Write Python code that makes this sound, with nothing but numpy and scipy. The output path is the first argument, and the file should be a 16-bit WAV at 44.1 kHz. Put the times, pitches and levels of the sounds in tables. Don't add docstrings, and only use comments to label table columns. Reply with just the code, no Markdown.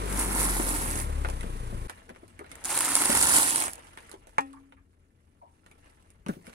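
import sys
import numpy as np
from scipy import signal
from scipy.fft import rfft, irfft, next_fast_len
from scipy.io import wavfile
from scipy.ndimage import map_coordinates

SR = 44100
rng = np.random.default_rng(int(sys.argv[2]) if len(sys.argv) > 2 else 0)


def transcribe(signal):
    frames = np.atleast_2d(signal).T
    limited = np.clip(frames, -1, 1)
    pcm = np.round(limited * 32767).astype(np.int16)
    wavfile.write(sys.argv[1], SR, pcm)


N = 288392


YARD_SPECTRUM = [(13, -49.5), (22, -9.5), (87, -9.5), (118, -17), (211, -19.5), (278, -21), (398, -25),
                 (457, -26.5), (690, -37.5), (1540, -42), (3230, -55), (10000, -49.5), (16000, -64)]
# time_s, level_db
YARD_LEVEL = [(1.9, -57), (3.3, -58), (4.2, -60), (5, -65), (6.5, -60)]

# time_s, firings_per_s
FIRING = [(0, 50.3), (.5, 44.9), (1, 37.2), (1.44, 30.2), (1.71, 27.9), (1.87, 26.8)]
ENGINE_END_S = 1.872
# frequency_hz, harmonic_level_db (before the trims of each order)
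EXHAUST = [(25, -43), (29, -38), (34, -33.5), (38, -35.5), (49, -34), (56, -45), (61, -42), (68, -33.5),
           (76, -38), (86, -50), (98, -45), (103, -50), (111, -40), (120, -50), (135, -49), (150, -55),
           (180, -49), (195, -47), (215, -58), (275, -50), (340, -66)]
GAS_SPECTRUM = [(12, -14), (30, -2), (65, 0), (90, -5), (115, -4), (160, -8), (220, -8), (400, -20),
                (1200, -60)]
BAY_SPECTRUM = [(20, -14), (94, -7), (160, -5), (210, -2), (275, -2), (436, -2), (700, -8.5), (1000, -4),
                (1550, -12), (2400, -15.5), (3200, -19.5), (5500, -25.5), (7500, -22.5), (10200, -16.5),
                (11600, -28), (13600, -30), (15000, -61)]

# first_bite_s, full_weight_s, last_bite_s, level_db, rise_db_per_s, fall_db_per_s
CRACKER_STACK = (.115, .46, 1.015, -30.1, 28, 14)
CRISP_HEAP = (2.715, 3.35, 3.655, -21.8, 13.3, 34)
# time_s, gain_db, half_length_s (to 1/e of the gain in dB)
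COLLAPSES = [(.2, 7, .038), (.405, 5, .04), (.7, 2, .04), (.78, 2, .03), (1.0, 1.5, .02),
             (2.652, 7.5, .013), (2.775, 2, .018), (3.365, 2.5, .022)]
# start_s, length_s
PASSES = [(0, 1.15), (2.8, 1.15)]
SIDE_LAG_MS, AHEAD_PAN_DB, SIDE_PAN_DB = .46, 1.0, -1.2
CRACKER_SPECTRUM = [(120, -5.5), (200, -5), (275, -2), (330, -7), (430, -10.5), (600, -16), (900, -9),
                    (1400, -10.5), (2200, -12.5), (3100, -21), (4000, -25), (5000, -25), (6500, -22.5),
                    (8300, -15), (10100, -8), (11600, -17), (16000, -28.5)]
CRISP_SPECTRUM = [(70, -20.5), (150, -8), (210, -11), (255, -1), (285, 2), (330, -5.5), (400, -6.5),
                  (600, -9), (860, -2), (1900, -3.5), (2900, -6), (3900, -11), (6000, -10), (8000, -3),
                  (9400, 3), (10500, 1), (11700, -9), (16000, -17.5)]

# start_s, relative_crisp_db, relative_body_db, pitch_hz
CRACKS = [(.1258, -30, -36, 1500), (.174, -32, -38, 1200), (.1952, -27, -38, 1400), (.3495, -31, -39, 1700),
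          (.429, -28, -36, 1300), (.598, -33, -28, 900), (.6908, -26, -42, 1800), (.904, -32, -41, 1200),
          (.9111, -29, -41, 1900), (.9557, -30, -43, 1500), (.9752, -29, -43, 2100),
          (1.0002, -32, -41, 1400), (2.5546, -41, -48, 1800), (2.6402, -31, -47, 2000),
          (2.6464, -25, -37, 1600), (2.6549, -25, -35, 1400), (2.7033, -27, -36, 1700),
          (2.7756, -17.5, -29, 1900), (2.7891, -22, -36, 2200), (2.8062, -18, -23, 1250),
          (2.8474, -24, -32, 1500), (2.8544, -24, -35, 2100), (2.8803, -31, -29, 900),
          (2.9527, -13.5, -27, 2000), (2.9645, -21, -25, 1200), (3.0138, -22, -29, 1700),
          (3.0195, -17.5, -23.5, 1100), (3.0565, -19, -29, 1500), (3.1014, -19, -30, 1000),
          (3.1507, -19, -30, 1800), (3.2126, -16, -29, 1300), (3.2256, -15, -28, 2000),
          (3.2703, -18, -32, 1600), (3.3371, -17, -30, 1100), (3.3460, -15.5, -29, 1500),
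          (3.3645, -16, -29, 1350), (3.4306, -16, -34, 1900), (3.5069, -22, -35, 1400),
          (3.5583, -17, -29, 1700), (3.579, -28, -28, 950), (3.602, -22, -34, 1500),
          (3.6222, -25, -33, 1100), (3.6385, -25, -28, 1000), (3.668, -32, -30, 900),
          (3.6808, -32, -31, 1200), (3.7331, -30, -44, 1800), (3.7552, -39, -47, 800)]
SHARP_CRACK_SPECTRUM = [(150, -14), (400, -7), (900, -2), (1900, -3), (3300, -6), (6000, -5), (9400, 1),
                        (10600, 0), (11800, -7), (16000, -14)]
CASCADE_S = .0016

# start_s, relative_level_db, pitch_hz, t60_s
KNOCKS = [(.597, -20, 335, .07), (1.253, -27.5, 850, .05), (1.44, -35, 213, .12), (1.725, -34, 225, .08),
          (2.088, -42, 480, .04), (2.105, -41, 240, .09), (2.231, -39.5, 342, .06),
          (2.393, -39.5, 347, .08), (2.409, -33, 408, .07), (3.095, -21, 270, .075), (3.625, -33, 700, .06),
          (3.68, -27, 760, .025), (4.138, -37.5, 385, .06), (6.263, -33, 200, .1), (6.333, -43, 250, .05),
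          (6.366, -44, 190, .12), (6.476, -42, 234, .11)]
# pitch_ratio, relative_level_db
KNOCK_MODES = [(1, 0), (0.87, -2), (1.2, -8), (2.2, -9)]
SCUFF_DB = -7

# start_s, relative_body_db, relative_crisp_db, pitch_hz
TICKS = [(1.248, -30, -52, 1450), (1.287, -34, -42, 1500), (1.3, -39, -39, 2540), (1.409, -40, -43, 2000),
         (1.431, -38, -51, 1500), (1.897, -36, -39, 1720), (1.977, -51, -61, 1860), (2.093, -44, -54, 1700),
         (2.1, -44, -57, 666), (2.149, -53, -66, 1500), (2.161, -51, -65, 1600), (2.28, -59, -54, 2400),
         (2.392, -43.5, -50, 2260), (2.444, -47, -67, 1430), (2.463, -48, -67, 1800),
         (2.516, -38.5, -42.5, 2180), (3.78, -48, -58, 600), (3.794, -50, -57, 880), (3.87, -56, -55, 870),
         (3.933, -50, -58, 1100), (3.974, -40.5, -49, 1800), (3.986, -48, -52, 1600),
         (4.005, -54, -56, 900), (4.095, -55, -52, 1400), (4.115, -46.5, -44, 860), (4.128, -48, -56, 600),
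         (4.141, -48, -60, 900), (4.271, -52, -54, 624), (4.294, -60, -60, 2490), (4.408, -50, -46, 2400),
         (4.531, -58, -57, 1100), (4.723, -49, -70, 934), (5.663, -51.5, -59.5, 1860),
         (5.714, -51, -59, 2400), (5.86, -60, -67, 1800), (5.899, -63, -66, 900), (6.025, -66, -63, 690),
         (6.104, -60, -56, 2700), (6.263, -37, -50, 1150), (6.285, -41, -45, 1600), (6.336, -52, -60, 1700),
         (6.468, -48, -49.5, 2240), (6.496, -53, -54, 1530), (6.531, -51, -59, 1700)]
# time_s, body_level_db (before echoes)
GRIT = [(1.88, -56), (2.06, -65), (2.44, -68), (2.53, -57), (3.78, -56), (3.96, -64), (4.07, -59),
        (4.2, -68), (4.43, -65), (4.8, -81), (5.5, -77), (5.85, -67), (6.25, -77), (6.29, -58), (6.37, -67),
        (6.43, -68), (6.46, -60), (6.54, -60)]
DIRT_SPECTRUM = [(60, -28), (170, -10), (350, 0.5), (600, -2), (900, -1), (2300, -4), (3300, -6.5),
                 (6000, -8.5), (8000, -6.5), (10000, 0), (11500, -11), (16000, -27.5)]

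# time_s, level_db
CARCASS = [(2.6, -80), (2.85, -57), (3.05, -55), (3.12, -39), (3.35, -42.5), (3.55, -56), (3.68, -57),
           (3.8, -76)]
CARCASS_SPECTRUM = [(20, -8), (45, -4), (80, 4), (130, -6), (210, -3), (275, 1), (340, -6), (430, -7),
                    (600, -24), (1500, -70)]

# start_s, relative_level_db
CLANK = [(4.3833, -17), (4.3868, -26), (4.3905, -27), (4.4005, -39)]
# pitch_hz, relative_level_db, t60_s
STEEL = [(273.5, -21.5, .96), (283, -24, .25), (430, -19, .08), (542, -28, .3), (799, -11.5, .17),
         (860, -4, .06), (900, 3.5, .06), (1055, -17, .16), (1180, -1, .06), (1282, -20, .19),
         (1717, -17, .1), (1870, -15.5, .14), (2256, -18, .06), (2406, -20, .11), (2536, -33, .25),
         (2762, -26, .13), (2982, -26, .06), (3385, -32, .19)]
CONTACT_SPECTRUM = [(40, -26), (100, -10), (180, -3), (560, -1), (900, 9), (1250, 4), (1900, -3),
                    (2700, -4.5), (3500, -17.5), (5000, -24.5), (9500, -21.5), (12000, -36), (16000, -49)]
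# delay_s, relative_level_db, centre_hz, t60_s
ECHOES = [(.15, -34, 1100, .12), (.183, -37, 1500, .1), (.386, -39, 2200, .16)]

SCUFF_SPECTRUM = [(40, -20), (90, 0), (200, -10), (430, 0), (800, -14), (1500, -13), (2300, -31), (8000, -50)]
SHUDDER_SPECTRUM = [(30, -25), (85, -6), (175, 0), (290, -4), (600, -16), (2000, -32)]

# frequency_hz, left_minus_right_db
PORTS = [(150, 1.5), (300, 3.5), (1000, 2), (3000, -1), (8000, -5), (13000, -3)]
TOP_HZ = 16000


def amp(db):
    return 10 ** (np.asarray(db) / 20)


def unit(x):
    return x / np.sqrt(np.mean(x ** 2) + 1e-20)


def clock():
    return np.arange(N) / SR


def along(points, hz):
    frequency, value = np.transpose(points)
    return np.interp(np.log(hz + 1), np.log(frequency + 1), value)


def curves(rows):
    s, *columns = np.transpose(rows)
    return [np.interp(clock(), s, column) for column in columns]


def between(start, end, fade=.02):
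    inside_s = np.minimum(clock() - start, end - clock())
    return np.clip(inside_s / fade + 1, 0, 1)


def wobble(rate):
    return map_coordinates(rng.standard_normal(400), [clock() * rate], mode="wrap")


def filtered(x, response):
    size = next_fast_len(N + SR // 2)
    hz = np.fft.rfftfreq(size, 1 / SR)
    return irfft(rfft(x, size) * response(hz), size)[..., :N]


def causal(spectrum, size):
    level_db = np.maximum(along(spectrum, np.fft.rfftfreq(size, 1 / SR)), -100)
    cepstrum = irfft(np.log(amp(level_db)))
    cepstrum[1:size // 2] *= 2
    cepstrum[size // 2 + 1:] = 0
    return rfft(cepstrum)


def coloured(x, spectrum, size=4096):
    impulse_response = irfft(np.exp(causal(spectrum, size)))
    return signal.oaconvolve(x, impulse_response[None], axes=1)[:, :N]


def band(x, kind, split_hz=3300):
    return signal.sosfilt(signal.butter(4, split_hz, kind, fs=SR, output="sos"), x)


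def placed(x, lag_ms, pan_db):
    lags_ms = np.array([[-lag_ms], [lag_ms]])
    gains = amp([[pan_db / 2], [-pan_db / 2]])
    return gains * filtered(x, lambda hz: np.exp(1j * np.pi * hz * lags_ms / 10 ** 3))


def rush(spectrum, lag_ms, pan_db, diffuse_hz):
    source = placed(rng.standard_normal(N), lag_ms, pan_db)
    direct = filtered(source, lambda hz: diffuse_hz / np.hypot(hz, diffuse_hz))
    around = filtered(rng.standard_normal((2, N)), lambda hz: hz / np.hypot(hz, diffuse_hz))
    return unit(filtered(direct + around, lambda hz: amp(along(spectrum, hz))))


def reverberated(x, wet_db, t60):
    t = np.arange(SR // 4) / SR
    tail = rng.standard_normal((2, len(t))) * amp(-60 * t / t60) * (1 - np.exp(-t / .002))
    tail /= np.linalg.norm(tail[0])
    return x + amp(wet_db) * signal.oaconvolve(x, tail, axes=1)[:, :N]


def yard():
    hum_hz = 84 + 2.5 * wobble(13)
    hum = np.sin(2 * np.pi * np.cumsum(hum_hz) / SR) * amp(-66.5 + 2.0 * wobble(9))
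    air = rush(YARD_SPECTRUM, lag_ms=0.33, pan_db=3, diffuse_hz=1500)
    air_db, = curves(YARD_LEVEL)
    return placed(hum, 0.47, 2) + air * amp(air_db)


def engine(size=32768):
    firing_hz, = curves(FIRING)
    turn = 2 * np.pi * np.cumsum(firing_hz) / SR
    shift = causal(EXHAUST, size).imag
    pipe = np.zeros(N)
    for k in np.arange(2, 17) / 2:
        uneven_db = -18 if k % 1 else 0
        order_db = uneven_db - 1.1 * max(k - 2, 0) - 5 * max(k - 4, 0)
        level_db = along(EXHAUST, k * firing_hz) + order_db + 1.1 * wobble(9)
        phase = np.interp(k * firing_hz, np.fft.rfftfreq(size, 1 / SR), shift)
        jitter = 0.07 * k * wobble(30)
        pipe += np.sqrt(2) * amp(level_db) * np.cos(k * turn + phase + jitter)
    gas_db = -50 + 3.5 * np.cos(turn)
    gas = rush(GAS_SPECTRUM, lag_ms=.5, pan_db=3, diffuse_hz=3000) * amp(gas_db)
    bay_db = -44.8 + 11.5 * np.log2(firing_hz / 30) + 1.5 * np.cos(turn)
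    bay = rush(BAY_SPECTRUM, lag_ms=0.49, pan_db=-1, diffuse_hz=2540) * amp(bay_db)
    sound = placed(pipe, lag_ms=.5, pan_db=3.0) + gas + bay
    return sound * between(0, ENGINE_END_S, fade=0.0043)


def bearing(times):
    (first_s, first_length), (second_s, second_length) = PASSES
    first_way = (times - first_s) / first_length
    second_way = (times - second_s) / second_length
    way = np.clip(np.where(times < CRISP_HEAP[0] - .15, first_way, second_way), 0, 1)
    return SIDE_LAG_MS * way, AHEAD_PAN_DB + (SIDE_PAN_DB - AHEAD_PAN_DB) * way


def bursts(times, sizes, t60, low_hz, high_hz, ring, scatter_ms=.06, pan_scatter_db=2, size=400):
    t = np.arange(size) / SR
    pitch = low_hz * (high_hz / low_hz) ** rng.random((len(times), 1))
    noise = rng.standard_normal((len(times), size))
    burst = (noise + ring * np.sin(2 * np.pi * pitch * t)) * amp(-60 * t / t60)
    polarity = rng.choice([-1, 1], len(times))
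    burst *= (sizes * polarity / np.linalg.norm(burst, axis=1))[:, None]
    lag_ms, pan_db = bearing(times)
    spot = rng.standard_normal((len(times), 2))
    lag_s = (lag_ms + scatter_ms * spot[:, 0]) / 10 ** 3
    pan_db = pan_db + pan_scatter_db * spot[:, 1]
    channels = []
    for side in (1, -1):
        first = np.abs(np.round((times + side * lag_s / 2) * SR)).astype(int)
        at = first[:, None] + np.arange(size)
        heard = burst * amp(side * pan_db / 2)[:, None]
        channels.append(np.bincount(at.ravel(), heard.ravel(), N)[:N])
    return np.array(channels)


def stream(start, end, rate, spread_db, count=12000):
    draw = rng.random((count, 2))[:int(rate * (end - start))]
    times = start + (end - start) * draw[:, 0]
    return times, amp(-spread_db * np.log(draw[:, 1] + .03))


def crush(start, end, crisp_db, body_db, spectrum, crumb_rate, piece_rate, spread_db, piece_spread_db, ring):
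    gate = between(start, end)
    crumb_stream = stream(start, end, crumb_rate, spread_db)
    piece_stream = stream(start, end, piece_rate, piece_spread_db)
    crumbs = bursts(*crumb_stream, t60=.004, low_hz=3500, high_hz=14000, ring=ring, size=200)
    pieces = bursts(*piece_stream, t60=.007, low_hz=600, high_hz=3500, ring=ring / 2)
    clumps = amp(.85 * wobble(60))
    crisp = unit(band(coloured(crumbs, spectrum), "high") * clumps) * amp(crisp_db)
    body = unit(band(coloured(pieces, spectrum), "low") * clumps) * amp(body_db)
    return gate * np.sqrt(gate.mean()) * (crisp + body)


def heap(row, attack_db_per_s, release_db_per_s, body_db, body_follows, dulls_db_per_s):
    first, full, last, level_db, rise, fall = row
    t = clock()
    load_db = np.minimum(rise * (t - full), fall * (full - t))
    load_db = load_db + sum(db * np.exp(-((t - s) / length) ** 2) for s, db, length in COLLAPSES)
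    before_db = attack_db_per_s * np.maximum(first - t, 0)
    after_db = release_db_per_s * np.maximum(t - last, 0)
    contact_db = level_db - before_db - after_db
    body_level_db = contact_db + body_db + body_follows * load_db + dulls_db_per_s * (t - full)
    return first - .065, last + .1, contact_db + load_db, body_level_db


def food():
    stack = heap(CRACKER_STACK, attack_db_per_s=110, release_db_per_s=240,
                 body_db=-4.8, body_follows=.6, dulls_db_per_s=0)
    pile = heap(CRISP_HEAP, attack_db_per_s=140, release_db_per_s=230,
                body_db=-8, body_follows=.72, dulls_db_per_s=1.5)
    crackers = crush(*stack, CRACKER_SPECTRUM, crumb_rate=3800, piece_rate=1300,
                     spread_db=1.7, piece_spread_db=1.7, ring=1.6)
    crisps = crush(*pile, CRISP_SPECTRUM, crumb_rate=3400, piece_rate=1400,
                   spread_db=1.9, piece_spread_db=2, ring=1.5)
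    return reverberated(crackers + crisps, wet_db=-10, t60=.05)


def sharp_cracks(count=4):
    s, crisp_db, body_db, hz = np.repeat(CRACKS, count, axis=0).T
    draw = rng.random((len(s), 2))
    s = s + CASCADE_S * (np.arange(len(s)) % count + draw[:, 0]) / count
    share = (.5 + draw[:, 1]) / np.sqrt(count)
    crisp = bursts(s, share * amp(crisp_db + 21.5), t60=.006, low_hz=6500, high_hz=11000,
                   ring=1.3, pan_scatter_db=1.5)
    body = bursts(s, share * amp(body_db + 25.5), t60=.013, low_hz=.8 * hz[:, None],
                  high_hz=1.25 * hz[:, None], ring=.7, size=800)
    treble = band(coloured(crisp, SHARP_CRACK_SPECTRUM), "high")
    low = band(coloured(body, SHARP_CRACK_SPECTRUM), "low")
    return reverberated(treble + low, wet_db=-11, t60=.04)


def knocks():
    out, t = np.zeros(N + SR), np.arange(SR // 3) / SR
    for s, db, hz, t60 in KNOCKS:
        ring = sum(amp(level) * np.sin(2 * np.pi * hz * ratio * t) for ratio, level in KNOCK_MODES)
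        scuff_band = signal.butter(2, [1.4 * hz, 3.2 * hz], "band", fs=SR, output="sos")
        scuff = unit(signal.sosfilt(scuff_band, rng.standard_normal(len(t))))
        envelope = amp(db - 60 * t / t60) * (1 - np.exp(-t / 0.0024))
        out[round(s * SR):][:len(t)] += envelope * (ring + amp(SCUFF_DB) * scuff)
    return reverberated(placed(out[:N], 0.47, .5), wet_db=-8.5, t60=0.21)


def ticks():
    s, body_db, crisp_db, hz = np.transpose(TICKS)
    crisp = bursts(s, amp(crisp_db + 30.5), t60=.0075, low_hz=5300, high_hz=9800, ring=0.34)
    body = bursts(s, amp(body_db + 31.5), t60=0.013, low_hz=hz[:, None], high_hz=hz[:, None], ring=0.4)
    treble = reverberated(band(coloured(crisp, DIRT_SPECTRUM), "high"), wet_db=-4, t60=.065)
    return treble + reverberated(band(coloured(body, DIRT_SPECTRUM), "low"), wet_db=-1.5, t60=0.075)


def dirt():
    level_db, = curves(GRIT)
    treble_db = -7
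    grit = crush(GRIT[0][0], GRIT[-1][0], level_db + treble_db, level_db, DIRT_SPECTRUM,
                 crumb_rate=380, piece_rate=400, spread_db=2.6, piece_spread_db=2.2, ring=.9)
    return reverberated(grit, wet_db=0.5, t60=0.078)


def carcass():
    level_db, = curves(CARCASS)
    return rush(CARCASS_SPECTRUM, lag_ms=.2, pan_db=-1.5, diffuse_hz=800) * amp(level_db)


def clank():
    ring, crack, t = np.zeros(N + SR), np.zeros(N + SR), np.arange(SR) / SR
    s, db = CLANK[0]
    for k, (hz, level, t60) in enumerate(STEEL):
        envelope = amp(db + level - 60 * t / t60) * (1 - np.exp(-t / .0012))
        ring[round(s * SR):][:SR] += (-1) ** k * envelope * np.sin(2 * np.pi * hz * t)
    for s, db in CLANK:
        crack[round(s * SR)] += amp(db + 25.5)
        rustle = amp(db + 7.5 - 60 * t / .008) + amp(db - 8.5 - 60 * t / .1)
        crack[round(s * SR):][:SR] += rustle * rng.standard_normal(SR)
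    blow = coloured(placed(crack[:N], lag_ms=.45, pan_db=-3), CONTACT_SPECTRUM)
    return placed(ring[:N], lag_ms=0.41, pan_db=1.0) + reverberated(blow, wet_db=-10, t60=0.075)


def echoed(x):
    out = x
    for delay, db, centre_hz, t60 in ECHOES:
        far = filtered(x, lambda hz: amp(db) * np.exp(-2j * np.pi * hz * delay
                                                      - np.log2((hz + 1) / centre_hz) ** 2))
        out = out + reverberated(amp(-6) * far, wet_db=8, t60=t60)
    return out


def squeak(start=5.414, level_db=-43.5, pitch_hz=900, sag_hz_per_s=400, attack_s=.005, t60=.23, rough=.13):
    t = np.maximum(clock() - start, 0)
    hz = (pitch_hz - sag_hz_per_s * t) * (1 + rough * wobble(250))
    envelope = amp(level_db - 60 * t / t60) * (1 - np.exp(-t / attack_s))
    tone = np.sin(2 * np.pi * np.cumsum(hz) / SR) * envelope
    return reverberated(placed(tone, lag_ms=.47, pan_db=.5), wet_db=-8, t60=.2)


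def thump(start=6.286, level_db=-23.5, first_hz=300, last_hz=145, sag_s=.013, swell_s=.01,
          tail_db=-41, tail_t60=.36, panel_hz=1570, panel_db=-46, panel_t60=.1):
    t = np.maximum(clock() - start, 0)
    hz = (last_hz + (first_hz - last_hz) * np.exp(-t / sag_s)) * (t > 0)
    turn = 2 * np.pi * np.cumsum(hz) / SR
    push = (t / swell_s * np.exp(1 - t / swell_s)) ** 2
    scuff = unit(filtered(rng.standard_normal(N), lambda hz: amp(along(SCUFF_SPECTRUM, hz))))
    shudder = unit(filtered(rng.standard_normal(N), lambda hz: amp(along(SHUDDER_SPECTRUM, hz))))
    body = amp(level_db) * push * (np.sin(turn) + amp(-10) * np.sin(2 * turn) + amp(-8.5) * scuff)
    panel = amp(panel_db - 60 * t / panel_t60) * np.sin(2 * np.pi * panel_hz * t)
    tail = (amp(tail_db - 60 * t / tail_t60) * shudder + panel) * (1 - np.exp(-t / swell_s))
    return placed(body + tail, lag_ms=.47, pan_db=.5)


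def scene():
    rolling = yard() + engine() + food() + sharp_cracks() + knocks() + ticks() + dirt() + carcass()
    return rolling + echoed(clank()) + squeak() + thump()


def record(dry):
    halves = np.array([[.5], [-.5]])
    ported = filtered(dry, lambda hz: amp(along(PORTS, hz) * halves))
    return filtered(ported, lambda hz: np.clip((TOP_HZ - hz) / 500 + .5, 0, 1))


dry = scene()
out = record(dry)
transcribe(out)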